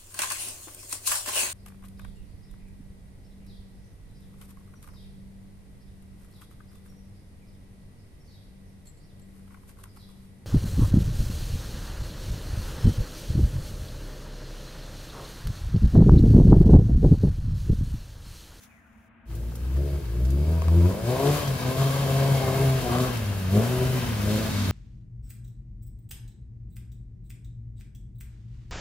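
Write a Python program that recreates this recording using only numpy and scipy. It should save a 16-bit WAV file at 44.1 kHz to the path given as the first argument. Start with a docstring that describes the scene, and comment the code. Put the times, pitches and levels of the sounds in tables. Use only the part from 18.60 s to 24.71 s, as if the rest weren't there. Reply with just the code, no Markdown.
"""A stereo pair beside a muddy forest track. First, quiet valley air, leaves, one far bird and a thin drone
that stays. At 0.65 s a small four-wheel drive takes over, crawling from 22 m to 8 m off the microphones.
Its four-cylinder engine revs up and down: the exhaust booms, the intake growls and rasps, the fan rushes,
and trunks scatter the engine's tones. On the way in, tyres rumble and crunch, twigs snap and the
suspension knocks; from 2.5 s the wheels slip now and then, and after 4 s the car turns side-on."""
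import sys
import numpy as np
from scipy import signal
from scipy.fft import rfft, irfft, next_fast_len
from scipy.io import wavfile
from scipy.ndimage import uniform_filter1d, map_coordinates

SR = 44100
rng = np.random.default_rng(int(sys.argv[2]) if len(sys.argv) > 2 else 0)


def output_pcm(signal):
    """Save a mono or channel-first signal as 16-bit PCM at the path in sys.argv[1].

    Samples are clipped to [-1, 1] before scaling.
    """
    pcm = np.clip(np.atleast_2d(signal).T, -1, 1) * 32767
    wavfile.write(sys.argv[1], SR, np.round(pcm).astype(np.int16))


N = 269451
T = np.arange(N) / SR
FREQS = np.fft.rfftfreq(N, 1 / SR)

# far-off air in the valley: (frequency [Hz], relative level [dB])
VALLEY_AIR = [(25, -20), (60, -2.5), (90, -0.5), (140, -15), (190, -8.5), (226, -0.5), (280, -14),
              (400, -26), (660, -20.5), (900, -20.5), (1600, -19), (2500, -23), (3600, -43), (5000, -65)]
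# a breeze stirs the leaves; the level drops sharply at 0.5 s: (time [s], level [dB])
BREEZE = [(0, -61), (.04, -49.5), (.075, -66.5), (.24, -75.5), (.48, -73), (.5, -103)]
# rustle of those leaves: (frequency [Hz], relative level [dB])
LEAVES = [(1500, -2), (3300, 3), (4500, -2.5), (6800, 5.5), (8000, -4), (9500, 3), (11000, 0), (15500, -2)]
# a distant bird's falling call: (time [s], pitch [Hz], level [dB])
BIRD_CALL = [(.05, 2720, -80), (.085, 2520, -59), (.1, 2450, -58), (.13, 2050, -61), (.19, 1780, -61),
             (.25, 1340, -63), (.28, 1280, -85)]
# far-off drone: (frequency [Hz], level [dB])
DRONE_TONES = [(226, -63.5), (667, -72), (1570, -74)]

# twigs snapping on the track: (time [s], relative level [dB], band centre [Hz])
TWIG_SNAPS = [(0.751, -40.5, 11300), (0.954, -37, 9000), (1.1672, -48, 9000), (1.4531, -49, 4180),
              (1.651, -38, 3650), (1.703, -38, 6960), (2.876, -28, 3534), (4.57, -33, 6985),
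              (5.381, -38, 5265), (6.018, -32, 4050)]
# suspension knocks: (time [s], relative level [dB], pitch against the chassis modes [ratio])
KNOCKS = [(1.167, -41, 1.65), (2.02, -29, 1), (2.083, -29.5, 1), (4.351, -27, 1.08), (4.385, -27, 1.05)]
# chassis modes: (frequency [Hz], relative level [dB], time to fall 60 dB [s])
CHASSIS_MODES = [(700, 39, 0.026), (980, 30, 0.052), (1085, 32, 0.069), (1190, 8, 0.043), (1460, 2, 0.033)]
# tyres rumbling on the ground: (frequency [Hz], relative level [dB])
GROUND_RUMBLE = [(20, -36), (31, -7), (42, -1), (65, 8.5), (100, 9.5), (135, 5), (180, 7.5), (300, -32)]
# leaf litter pressed under the tyres: (frequency [Hz], relative level [dB])
LEAF_LITTER = [(700, -1), (1400, 5.5), (2400, 0.5), (4200, -3.5), (6500, -8.5), (9000, -29), (15000, -36)]
# hiss of dirt and grit: (frequency [Hz], relative level [dB])
DIRT_HISS = [(3000, 9), (4800, 5.5), (6000, 3.5), (7200, 5.5), (8300, 0.5), (9300, 4), (10500, 3),
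             (11500, 5), (12500, 1.5), (15500, 1)]
# tyres slipping: (time [s], length [s], scrub [dB], thrown dirt [dB], scrape [dB])
SLIPS = [(2.53, 0.091, -55, -49, -60), (2.623, 0.17, -48, -40, -61), (2.692, 0.065, -53, -40.5, -46),
         (3.14, 0.22, -42, -41.5, -45), (3.401, 0.45, -69, -57, -55), (3.827, 0.15, -42.5, -67, -70),
         (4.251, 0.19, -37.5, -45, -45), (4.92, 0.11, -44, -42.5, -54), (5.657, 0.42, -70, -58, -40.5)]
# scrub of the tread: (frequency [Hz], relative level [dB])
TREAD_SCRUB = [(700, -47), (950, 1), (1090, 12.5), (1280, 7), (1500, 0.5), (2200, -38)]
# stones scraping under a tyre: (frequency [Hz], relative level [dB])
STONE_SCRAPE = [(1500, -9.5), (2700, -6), (3700, -1.5), (4500, -4.5), (5600, -9), (8000, -13), (15000, -34)]

# rush of the fan: (frequency [Hz], relative level [dB])
FAN_RUSH = [(880, 4.5), (1500, -5.5), (1610, 4.5), (1900, 2), (2160, -6.5), (2370, 1.5), (3150, 2),
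            (3420, -11), (3660, -3), (6000, -10), (7800, -45), (13200, -120)]
# share of valve rattle against the fan's rush; it swells mid-approach, dips near 4.6 s and partly
# returns: (time [s], share of power [0-1])
VALVE_SHARE = [(.66, 0), (2.7, 0.7), (3.8, 0.64), (4.6, 0.08), (6.11, 0.43)]
# engine block resonances: (frequency [Hz], width [Hz], relative level [dB])
BLOCK_MODES = [(1050, 330, 11.5), (1567, 130, 6), (2240, 60, 14), (3350, 39, -1.5), (3650, 900, 1.5),
               (4620, 160, 2)]
# drivetrain metal singing under strain: (time [s], length [s], centre [Hz], nominal width [Hz], level [dB])
METAL_RINGS = [(1.1, .3, 4760, 180, -67), (1.62, .8, 4780, 240, -63.5), (2.55, .3, 3190, 300, -47.5),
               (3.15, .65, 3190, 240, -46.5), (4.33, .14, 3190, 300, -50), (5.0, .35, 2900, 280, -50)]
# drone of the silencer's shell: (frequency [Hz], relative level [dB])
SILENCER_SHELL = [(150, -48), (200, -6.5), (232, 0.5), (258, -0.5), (310, -40)]
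# low puffing of the intake air: (frequency [Hz], relative level [dB])
INTAKE_BODY = [(100, -18), (170, -64), (225, 12), (305, -3), (400, 14), (520, 7.5), (660, 1.5), (800, -6),
               (1100, -50)]
# rasp at the throttle: (frequency [Hz], relative level [dB])
INTAKE_RASP = [(500, 5.5), (820, 11), (1060, 1.5), (1250, 12), (1430, 1), (1600, 3), (1900, -6.5),
               (3000, -12.5)]
# bark of the open throttle: (frequency [Hz], relative level [dB])
INTAKE_BARK = [(280, -31), (420, 14), (580, -2), (690, -4), (820, 6.5), (1080, -15), (1400, 2), (2400, -52),
               (5000, -44)]
# intake resonances at the reference firing rate: (frequency [Hz], relative level [dB])
INTAKE_RESONANCES = [(200, 1.5), (275, 2.5), (305, -4.5), (345, 8.5), (410, -0.5), (470, -2.5), (535, 4.5),
                     (595, -0.5), (660, 8), (715, 0), (850, -9), (1020, 7), (1250, -25), (2000, -24)]
# exhaust boom off load: (firing rate [Hz], level [dB])
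EXHAUST_BOOM = [(55, -32.5), (65, -26.5), (82, -25.5), (100, -31), (140, -31.5)]
# the boom drops out briefly: (time [s], level change [dB])
BOOM_DIPS = [(.95, -4.5), (1.295, -6.5), (1.42, -13), (2.359, -41), (2.6, -18), (2.83, -13), (3.03, -5),
             (3.135, -10), (3.49, -3.5), (4.27, -14), (4.53, -0.5), (5.45, -2), (5.87, -13)]
# engine speed: (time [s], firing rate [Hz])
REVS = [(.66, 54.6), (.97, 59.3), (1.2, 69.6), (1.38, 71.3), (1.49, 55.26), (1.7, 65.7), (1.93, 81.26),
        (2.1, 81.1), (2.26, 89.5), (2.51, 123.7), (2.68, 144.7), (2.8, 147), (3.0, 123.4), (3.11, 129.9),
        (3.24, 135.3), (3.42, 137.7), (3.55, 136.1), (3.67, 137.4), (3.87, 129.8), (4.03, 135.8),
        (4.18, 130.8), (4.31, 119.7), (4.48, 128.3), (4.62, 105.3), (4.88, 91), (5.08, 122.8),
        (5.24, 128.5), (5.42, 125), (5.6, 101.5), (5.85, 109.6), (6.11, 93)]
# pushes on the accelerator: (time [s], length [s], load [1 = hard pull],
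# lift of firing order 1 [dB], of order 2 [dB], of order 3 [dB])
PEDAL_PUSHES = [(0.683, 0.092, 0.32, -2.5, 8, 4), (1.092, 0.35, 0.69, 3.5, 13, 0),
                (1.49, 0.46, 0.6, 5.5, 13.5, 13), (1.662, .27, 0.14, -2, 2, 0),
                (2.033, 0.27, 0.89, 10.5, 18, 13), (2.397, 0.21, 0.68, 6.5, 9, 18.5),
                (2.607, 0.084, 0.19, 13, 16, 25), (2.8, 0.09, 0.046, 7.5, 3, 0),
                (3.005, 0.084, 0.49, 10, 12, 7), (3.146, 0.072, 0.51, 14.5, 4, 14),
                (3.29, 0.12, 0.19, 6.5, 1, 6), (3.418, 0.34, 0.57, 9.5, 2, 10),
                (3.787, 0.14, 0.66, 3.5, 5, 17), (3.934, 0.21, 0.42, 10.5, 6.5, 14),
                (4.18, 0.24, 0.68, 4, 9, 14), (4.881, 0.08, 1.47, 15, 25.5, 7),
                (5.027, 0.12, 0.45, 2.5, -2, 11), (5.13, 0.21, 0.1, 7.5, -2, 16),
                (5.597, 0.18, 0.92, 3, 9, 7), (5.992, .15, 0.31, 6.5, -1, 4)]

# stereo width at the microphones: (frequency [Hz], side minus mid [dB])
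MIC_WIDTH = [(60, -21), (125, -16.5), (250, -4.5), (500, -7), (1000, -4), (2000, -4.5), (4000, -3),
             (12000, 0.55)]
# balance of the pair: (frequency [Hz], left minus right [dB])
MIC_BALANCE = [(60, 1), (110, 1.5), (200, -0.5), (380, 3.5), (700, 3), (1290, 5), (2380, 1.5), (4400, -2.5),
               (8120, 2), (15000, 2)]

# level laws: (level off load at REF_HZ and REF_M [dB], change per doubling of revs [dB],
# per halving of distance [dB], per unit of load [dB])
RUMBLE_LAW, LITTER_LAW, DIRT_LAW = (-36, 4, 1.5, 2), (-50, 5, 12.5, -1), (-47.5, 15.5, 4, 4)
BAY_LAW, SHELL_LAW = (-45, 16, 1, 0.2), (-42.5, 9, 11, -2)
BODY_LAW, RASP_LAW = (-47, 12, -2, 4.5), (-43.5, 13, 10, -1)
BARK_LAW, GROWL_LAW = (-61.5, 14, -0.5, 18), (-48, 16, -3.4, 14.5)
ORDER_2_LAW, ORDER_3_LAW = (-39, -1.5, 10.5, -5), (-50.5, 2.5, 6.5, 1.5)
REF_HZ, REF_M = 100, 14  # reference firing rate and distance from the microphones
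START_M, CRAWL_M_S = 23.87, 2.54  # distance at time zero, speed of approach


def undb(db):
    """Decibels to gain."""
    return 10 ** (np.asarray(db) / 20)


def unit(x):
    """Scale to rms 1."""
    return x / np.sqrt(np.mean(x ** 2))


def curves(table):
    """Each column of a timed table, sample by sample."""
    times, *columns = np.transpose(table)
    return [np.interp(T, times, column) for column in columns]


def response(points, hz):
    """Gain of a spectrum table at the given frequencies."""
    freqs, db = np.transpose(points)
    return undb(np.interp(np.log(hz + 1), np.log(freqs + 1), db))


def colour(x, points):
    """Filter by a spectrum table; rms 1."""
    return unit(irfft(rfft(x) * response(points, FREQS), N))


def walk(rate):
    """Smooth random wandering of spread about 1, with `rate` new values a second."""
    knots = rng.standard_normal(1024)
    coarse = np.arange(0, N + 64, 64)
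    path = map_coordinates(knots, [coarse / SR * rate], order=3, mode="wrap")
    return np.interp(np.arange(N), coarse, path)


def swell(s, length_s, rise_s, fall_s):
    """Rise from time s, hold, and fall once the length is over: 0-1."""
    return np.clip((T - s) / rise_s, 0, 1) * np.clip(1 - (T - s - length_s) / fall_s, 0, 1)


def spread(pair):
    """Two unrelated signals to the microphones: alike in the bass, unrelated in the treble."""
    side = irfft(rfft(pair[1]) * response(MIC_WIDTH, FREQS), N)
    return np.array([pair[0] + side, pair[0] - side])


def diffuse():
    """Broadband noise from all round the pair."""
    return spread(rng.standard_normal((2, N)))


def noise(points):
    """Diffuse stereo noise with a given spectrum; rms 1."""
    return colour(diffuse(), points)


def add(out, s, sound):
    """Mix a short stereo sound in at time s."""
    start = int(s * SR)
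    out[:, start:start + sound.shape[1]] += sound[:, :N - start]


def forest(x, t60_s):
    """Trunks scatter sound back to the microphones from all sides; the bass passes between them."""
    t = T[:SR]
    echoes = rng.standard_normal((2, len(t))) * undb(-60 * t / t60_s) * (t > .012)
    echoes /= np.sqrt(np.sum(echoes ** 2, axis=1, keepdims=True))
    scattered = signal.fftconvolve(x[None], echoes, axes=1)[:, :N]
    return signal.sosfilt(signal.butter(1, 300, "high", fs=SR, output="sos"), scattered)


def bird():
    """One falling call, far off, reaching the microphones only through its echoes."""
    hz, db = curves(BIRD_CALL)
    wavering_hz = hz * (1 + 0.0166 * walk(121))
    call = undb(db) * np.sin(2 * np.pi * np.cumsum(wavering_hz) / SR)
    return forest(call, t60_s=0.28)


def valley(air_db=-56):
    """Faint far-off air with a stir of leaves and one bird."""
    call = bird()
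    leaves = undb(curves(BREEZE)[0] + walk(108)) * noise(LEAVES)
    air = undb(air_db + 0.65 * walk(8.7)) * noise(VALLEY_AIR)
    return air + leaves + call


def drone():
    """Thin far-off tones that waver a little and never stop."""
    return sum(undb(db + 2 * walk(48)) * np.sin(2 * np.pi * hz * T + 0.5 * walk(14))
               for hz, db in DRONE_TONES)


def twigs(trim_db=-1, rise_s=0.00099, decay_s=0.0095):
    """Each twig on the track breaks with a short bright crack."""
    out, t = np.zeros((2, N)), T[:4096]
    envelope = np.minimum(t / rise_s, 1) * np.exp(-t / decay_s)
    for s, db, hz in TWIG_SNAPS:
        band = signal.butter(1, [hz / 2, min(hz * 2, 18000)], "band", fs=SR, output="sos")
        crack = signal.sosfilt(band, rng.standard_normal((2, len(t)))) * envelope
        add(out, s, undb(db + trim_db) * crack)
    return out


def suspension(trim_db=4, crack_db=-6, crack_s=0.0013):
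    """The suspension jolts in the ruts: a dry crack that rings the chassis."""
    out, t = np.zeros((2, N)), T[:8192]
    band = signal.butter(1, [700, 3600], "band", fs=SR, output="sos")
    for s, db, pitch in KNOCKS:
        ring = np.zeros((2, len(t)))
        for hz, mode_db, t60_s in CHASSIS_MODES:
            phase = 2 * np.pi * pitch * hz * t + rng.uniform(0, np.pi, (2, 1))
            ring += undb(mode_db - 60 * t / t60_s) * np.sin(phase)
        crack = unit(signal.sosfilt(band, rng.standard_normal((2, len(t))))) * np.exp(-t / crack_s)
        add(out, s, undb(db + trim_db) * (ring / np.abs(ring).max() + undb(crack_db) * crack))
    return out


def ground_bounce(x, delay_s=.0019, echo_db=-14, sway=.012):
    """Add the reflection off the ground under the car; its delay wanders as the car pitches."""
    late = T - delay_s * (1 + sway * walk(3.12))
    echo = np.array([np.interp(late, T, side) for side in x])
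    return (x + undb(echo_db) * echo) / np.hypot(1, undb(echo_db))


def level_db(law, hz, load):
    """Level of one part of the car, set by revs, distance from the microphones and load."""
    rest_db, revs_db, near_db, load_db = law
    metres = np.maximum(START_M - CRAWL_M_S * T, 1)
    return rest_db + revs_db * np.log2(hz / REF_HZ) + near_db * np.log2(REF_M / metres) + load_db * load


def crunch(rate=260, size_db=2.0, decay_s=0.00072):
    """Grit and dry leaves crack under the tyres: many small grains, a few large ones."""
    hits = rng.random((2, N)) < rate / SR
    grains = hits * undb(size_db * np.minimum(rng.exponential(size=(2, N)), 4))
    decay = np.exp(-2 * T[:512] / decay_s)
    power = signal.fftconvolve(grains[0] ** 2 + grains[1] ** 2, decay)[:N]
    return colour(spread(np.sqrt(np.abs(power)) * rng.standard_normal((2, N))), DIRT_HISS)


def tyres(hz, load, crunch_db=-6.5):
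    """The tyres rumble, hiss and crunch; where they slip they scrub, throw dirt and scrape over stones."""
    scrub_gain, thrown_gain, scrape_gain = sum(
        np.outer(undb(dbs), swell(s, length_s, rise_s=0.047, fall_s=0.11)) for s, length_s, *dbs in SLIPS)
    # tread blocks catch and let go, so the scrub stutters
    scrub = scrub_gain * undb(1.6 * walk(110)) * noise(TREAD_SCRUB)
    dirt_gain = np.hypot(undb(level_db(DIRT_LAW, hz, load)), thrown_gain) * undb(walk(21.96))
    rumble = undb(level_db(RUMBLE_LAW, hz, load)) * noise(GROUND_RUMBLE)
    litter = undb(level_db(LITTER_LAW, hz, load) + 0.59 * walk(17)) * noise(LEAF_LITTER)
    scrape = scrape_gain * undb(2 * walk(70)) * noise(STONE_SCRAPE)
    dirt = dirt_gain * (noise(DIRT_HISS) + undb(crunch_db) * crunch())
    return scrub + scrape + dirt + litter + rumble


def pedal(rise_s=0.1, load_fall_s=0.15, boom_fall_s=0.11):
    """Each push loads the engine and lifts three exhaust orders, which die away sooner than the intake."""
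    load, lift_dbs = np.zeros(N), np.zeros((3, N))
    for s, length_s, strength, *dbs in PEDAL_PUSHES:
        load += strength * swell(s, length_s, rise_s, load_fall_s)
        lift_dbs += np.outer(dbs, swell(s, length_s, rise_s, boom_fall_s))
    return load, lift_dbs


def overrun_db(hz, closed_db=-6, full_rate=1.63):
    """When the revs fall the throttle is shut and the engine's tones drop back."""
    falling = -np.gradient(uniform_filter1d(np.log(hz), size=6000)) * SR
    return closed_db * np.clip(falling / full_rate, 0, 1)


def side_on_db(start_s=4.12, turning_s=0.72, away_db=-5.5):
    """The upper intake sound fades as the car turns and its intake points away from the microphones."""
    return away_db * np.clip((T - start_s) / turning_s, 0, 1)


def roughness(hz):
    """The engine chugs cleanly at low revs and gets rougher with speed: 1 at REF_HZ."""
    return (hz / REF_HZ) ** .6


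def per_firing(phase, rate):
    """No two firings are alike: smooth scatter in step with the engine, `rate` new values a firing."""
    return map_coordinates(rng.standard_normal(2048), [phase / (2 * np.pi) * rate], order=3, mode="wrap")


def puffs(phase, depth, scatter_db):
    """Gas flow swells once a firing, unevenly."""
    return unit(np.exp(depth * np.cos(phase)) * undb(scatter_db * walk(90)))


def rattle(phase, firings=4, size=1024):
    """A repeating stereo clatter: four firings make an engine cycle, two a turn of the crank."""
    place = phase / (2 * np.pi * firings) * size % size
    loops = rng.standard_normal((2, size))
    return spread([map_coordinates(loop, [place], order=3, mode="grid-wrap") for loop in loops])


def valves(phase):
    """Valve gear and pistons rattle and ring the block."""
    block = sum(undb(db) / (1 + 2j * (FREQS - hz) / width) * FREQS / (FREQS + hz / 2)
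                for hz, width, db in BLOCK_MODES)
    return unit(irfft(rfft(rattle(phase)) * block, N))


def engine_bay(phase):
    """A shifting blend of the fan's rush and the rattle of the valves."""
    share = curves(VALVE_SHARE)[0]
    return np.sqrt(1 - share) * noise(FAN_RUSH) + np.sqrt(share) * valves(phase)


def drivetrain(phase, repeat_share=.7):
    """Narrow metallic resonances, shaken by the repeating rattle and an uneven jolt at each firing."""
    jolts = puffs(phase, depth=0.39, scatter_db=7.0) * diffuse()
    shaking = rfft(np.sqrt(repeat_share) * rattle(phase) + np.sqrt(1 - repeat_share) * jolts)
    out = np.zeros((2, N))
    for s, length_s, hz, width, db in METAL_RINGS:
        ring = unit(irfft(shaking / (1 + 1.3j * (FREQS - hz) / width) ** 2, N))
        out += undb(db) * swell(s, length_s, rise_s=0.094, fall_s=0.094) * ring
    return out


def alternator(phase, whine_db=-46, cycles_per_firing=16.2):
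    """A brief whine; the belt spins the alternator, so its pitch follows the revs."""
    whine = undb(whine_db + 2 * walk(22)) * np.cos(cycles_per_firing * phase + .7 * walk(70))
    return swell(s=3.54, length_s=.55, rise_s=0.057, fall_s=0.057) * whine


def intake_rasp(phase, hz, load, repeat_share=.45):
    """Air tears past the throttle: a buzz locked to the crank, mixed with free turbulence."""
    buzz = colour(rattle(phase + .07 * walk(30), firings=2, size=160), INTAKE_RASP)
    air = np.sqrt(repeat_share) * buzz + np.sqrt(1 - repeat_share) * noise(INTAKE_RASP)
    gain = undb(level_db(RASP_LAW, hz, load) + side_on_db())
    return gain * air * puffs(phase, depth=0.1, scatter_db=3.5)


def intake_bark(phase, hz, load, lag_s=0.04):
    """Just after the throttle opens wide, each firing gulps air in a sharp, uneven burst."""
    gulps = puffs(phase, depth=1.6, scatter_db=3)
    late_load = np.interp(T - lag_s, T, load)
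    return undb(level_db(BARK_LAW, hz, late_load)) * colour(gulps * diffuse(), INTAKE_BARK)


def intake_growl(phase, hz, load, crank_db=-9, cam_db=-15, octave_db=-14, formant_hz=430, beam_hz=750):
    """Higher orders sweep through the intake resonances; unequal cylinders add weaker lines between."""
    out, power, rough = np.zeros(N), np.zeros(N), roughness(hz)
    uneven_phase = phase + .055 * rough * per_firing(phase, 0.98)
    stretch = (hz / REF_HZ) ** 0.1  # the resonances rise with the flow
    between_db = 5 * np.log2(hz / hz.max())  # the lines between orders grow with the revs
    away_db = side_on_db()
    for quarter in range(5, 49):
        order = quarter / 4
        on_firing, on_crank = quarter % 4 == 0, quarter % 2 == 0
        if (on_firing and order <= 3) or (not on_crank and order > 8):
            continue
        line_hz = order * hz
        db = 0 if on_firing else between_db + (crank_db if on_crank else cam_db)
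        db += octave_db * max(np.log2(order / 5.27), 0)
        db += away_db * (line_hz / beam_hz) ** 2
        # paths between the trunks shift as the car moves: each line fades and wavers on its own
        fade_db = 2.8 * rough * walk(40) + 3 * walk(9)
        wavering_phase = uneven_phase + 0.074 * rough * walk(32)
        gain = undb(db + fade_db) * response(INTAKE_RESONANCES, line_hz / stretch)
        out += gain * np.cos(order * wavering_phase + rng.uniform(0, 2 * np.pi))
        power += gain ** 2 / (1 + (formant_hz / line_hz) ** 8)
    # the lines in the main resonance share one flow of air
    out /= np.sqrt(uniform_filter1d(power, size=2048) / 2)
    scatter_db = 1.5 * rough * per_firing(phase, 0.93)
    return undb(level_db(GROWL_LAW, hz, load) + overrun_db(hz) + scatter_db) * out


def exhaust(phase, hz, load, lift_dbs, dip_width_s=0.041):
    """The pipe booms at the firing rate, under two overtones that waver and fade on their own."""
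    dips_db = sum(db * np.exp(-((T - s) / dip_width_s) ** 2) for s, db in BOOM_DIPS)
    boom_db = 20 * np.log10(response(EXHAUST_BOOM, hz)) + dips_db
    overtone_dbs = [level_db(law, hz, load) + overrun_db(hz) for law in (ORDER_2_LAW, ORDER_3_LAW)]
    order_dbs = lift_dbs + np.array([boom_db, *overtone_dbs])
    out, rough = np.zeros(N), roughness(hz)
    for order, db in enumerate(order_dbs, 1):
        waver = (order - 1) * rough
        out += undb(db + waver * walk(18)) * np.sin(order * phase + .22 * waver * walk(28))
    return np.sqrt(2) * out * undb(1.3 * rough * per_firing(phase, .5))


def engine_noise(phase, hz, fan_hz, load):
    """The intake puffs, rasps and barks, the silencer drones, metal rings and the engine bay rushes."""
    body = undb(level_db(BODY_LAW, hz, load)) * noise(INTAKE_BODY)
    body *= puffs(phase, depth=0.35, scatter_db=-2.9)
    rasp = intake_rasp(phase, hz, load)
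    bay = engine_bay(phase)
    shell = undb(level_db(SHELL_LAW, hz, load)) * noise(SILENCER_SHELL)
    bark = intake_bark(phase, hz, load)
    metal = drivetrain(phase)
    bay_gain = undb(level_db(BAY_LAW, fan_hz, load) + 1.6 * walk(16))
    return body + shell + rasp + bark + metal + bay_gain * bay


def car(on_track, forest_db=-11, inertia_s=0.45, fan_lag_s=0.081, right_lag_samples=2):
    """The car closes on the microphones: the revs set the engine's pitch and pulse, the pedal its load."""
    hz = curves(REVS)[0]
    # the fan and the wheels even out quick changes of revs
    even_hz = uniform_filter1d(hz, size=int(inertia_s * SR))
    fan_hz = np.interp(T - fan_lag_s, T, even_hz)
    load, lift_dbs = pedal()
    wavering_hz = hz * (1 + 0.005 * walk(35) + 0.004 * walk(12))
    phase = 2 * np.pi * np.cumsum(wavering_hz) / SR  # one cycle a firing
    tones = intake_growl(phase, hz, load) + alternator(phase) + exhaust(phase, hz, load, lift_dbs)
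    noises = ground_bounce(engine_noise(phase, hz, fan_hz, load) + tyres(even_hz, load))
    left, right = on_track * (tones + noises)
    # the car is slightly to the left, so its sound reaches the right microphone later
    direct = np.array([left, np.pad(right, (right_lag_samples, 0))[:N]])
    return direct + undb(forest_db) * forest(on_track * tones, t60_s=.55)


def scene(car_start_s=0.65, fade_s=0.067):
    """The valley air gives way to the car on the track; the far drone carries on."""
    on_track = np.clip((T - car_start_s) / fade_s, 0, 1)
    return (1 - on_track) * valley() + drone() + car(on_track) + twigs() + suspension()


def record(dry, top_hz=15650):
    """The two microphones differ in colour; the top is cut."""
    size = next_fast_len(N + 4096)
    lean = np.sqrt(response(MIC_BALANCE, np.fft.rfftfreq(size, 1 / SR)))
    heard = irfft(rfft(dry, size) * np.array([lean, 1 / lean]), size)[:, :N]
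    return signal.sosfilt(signal.ellip(10, .1, 80, top_hz, fs=SR, output="sos"), heard)


dry = scene()
out = record(dry)
output_pcm(out)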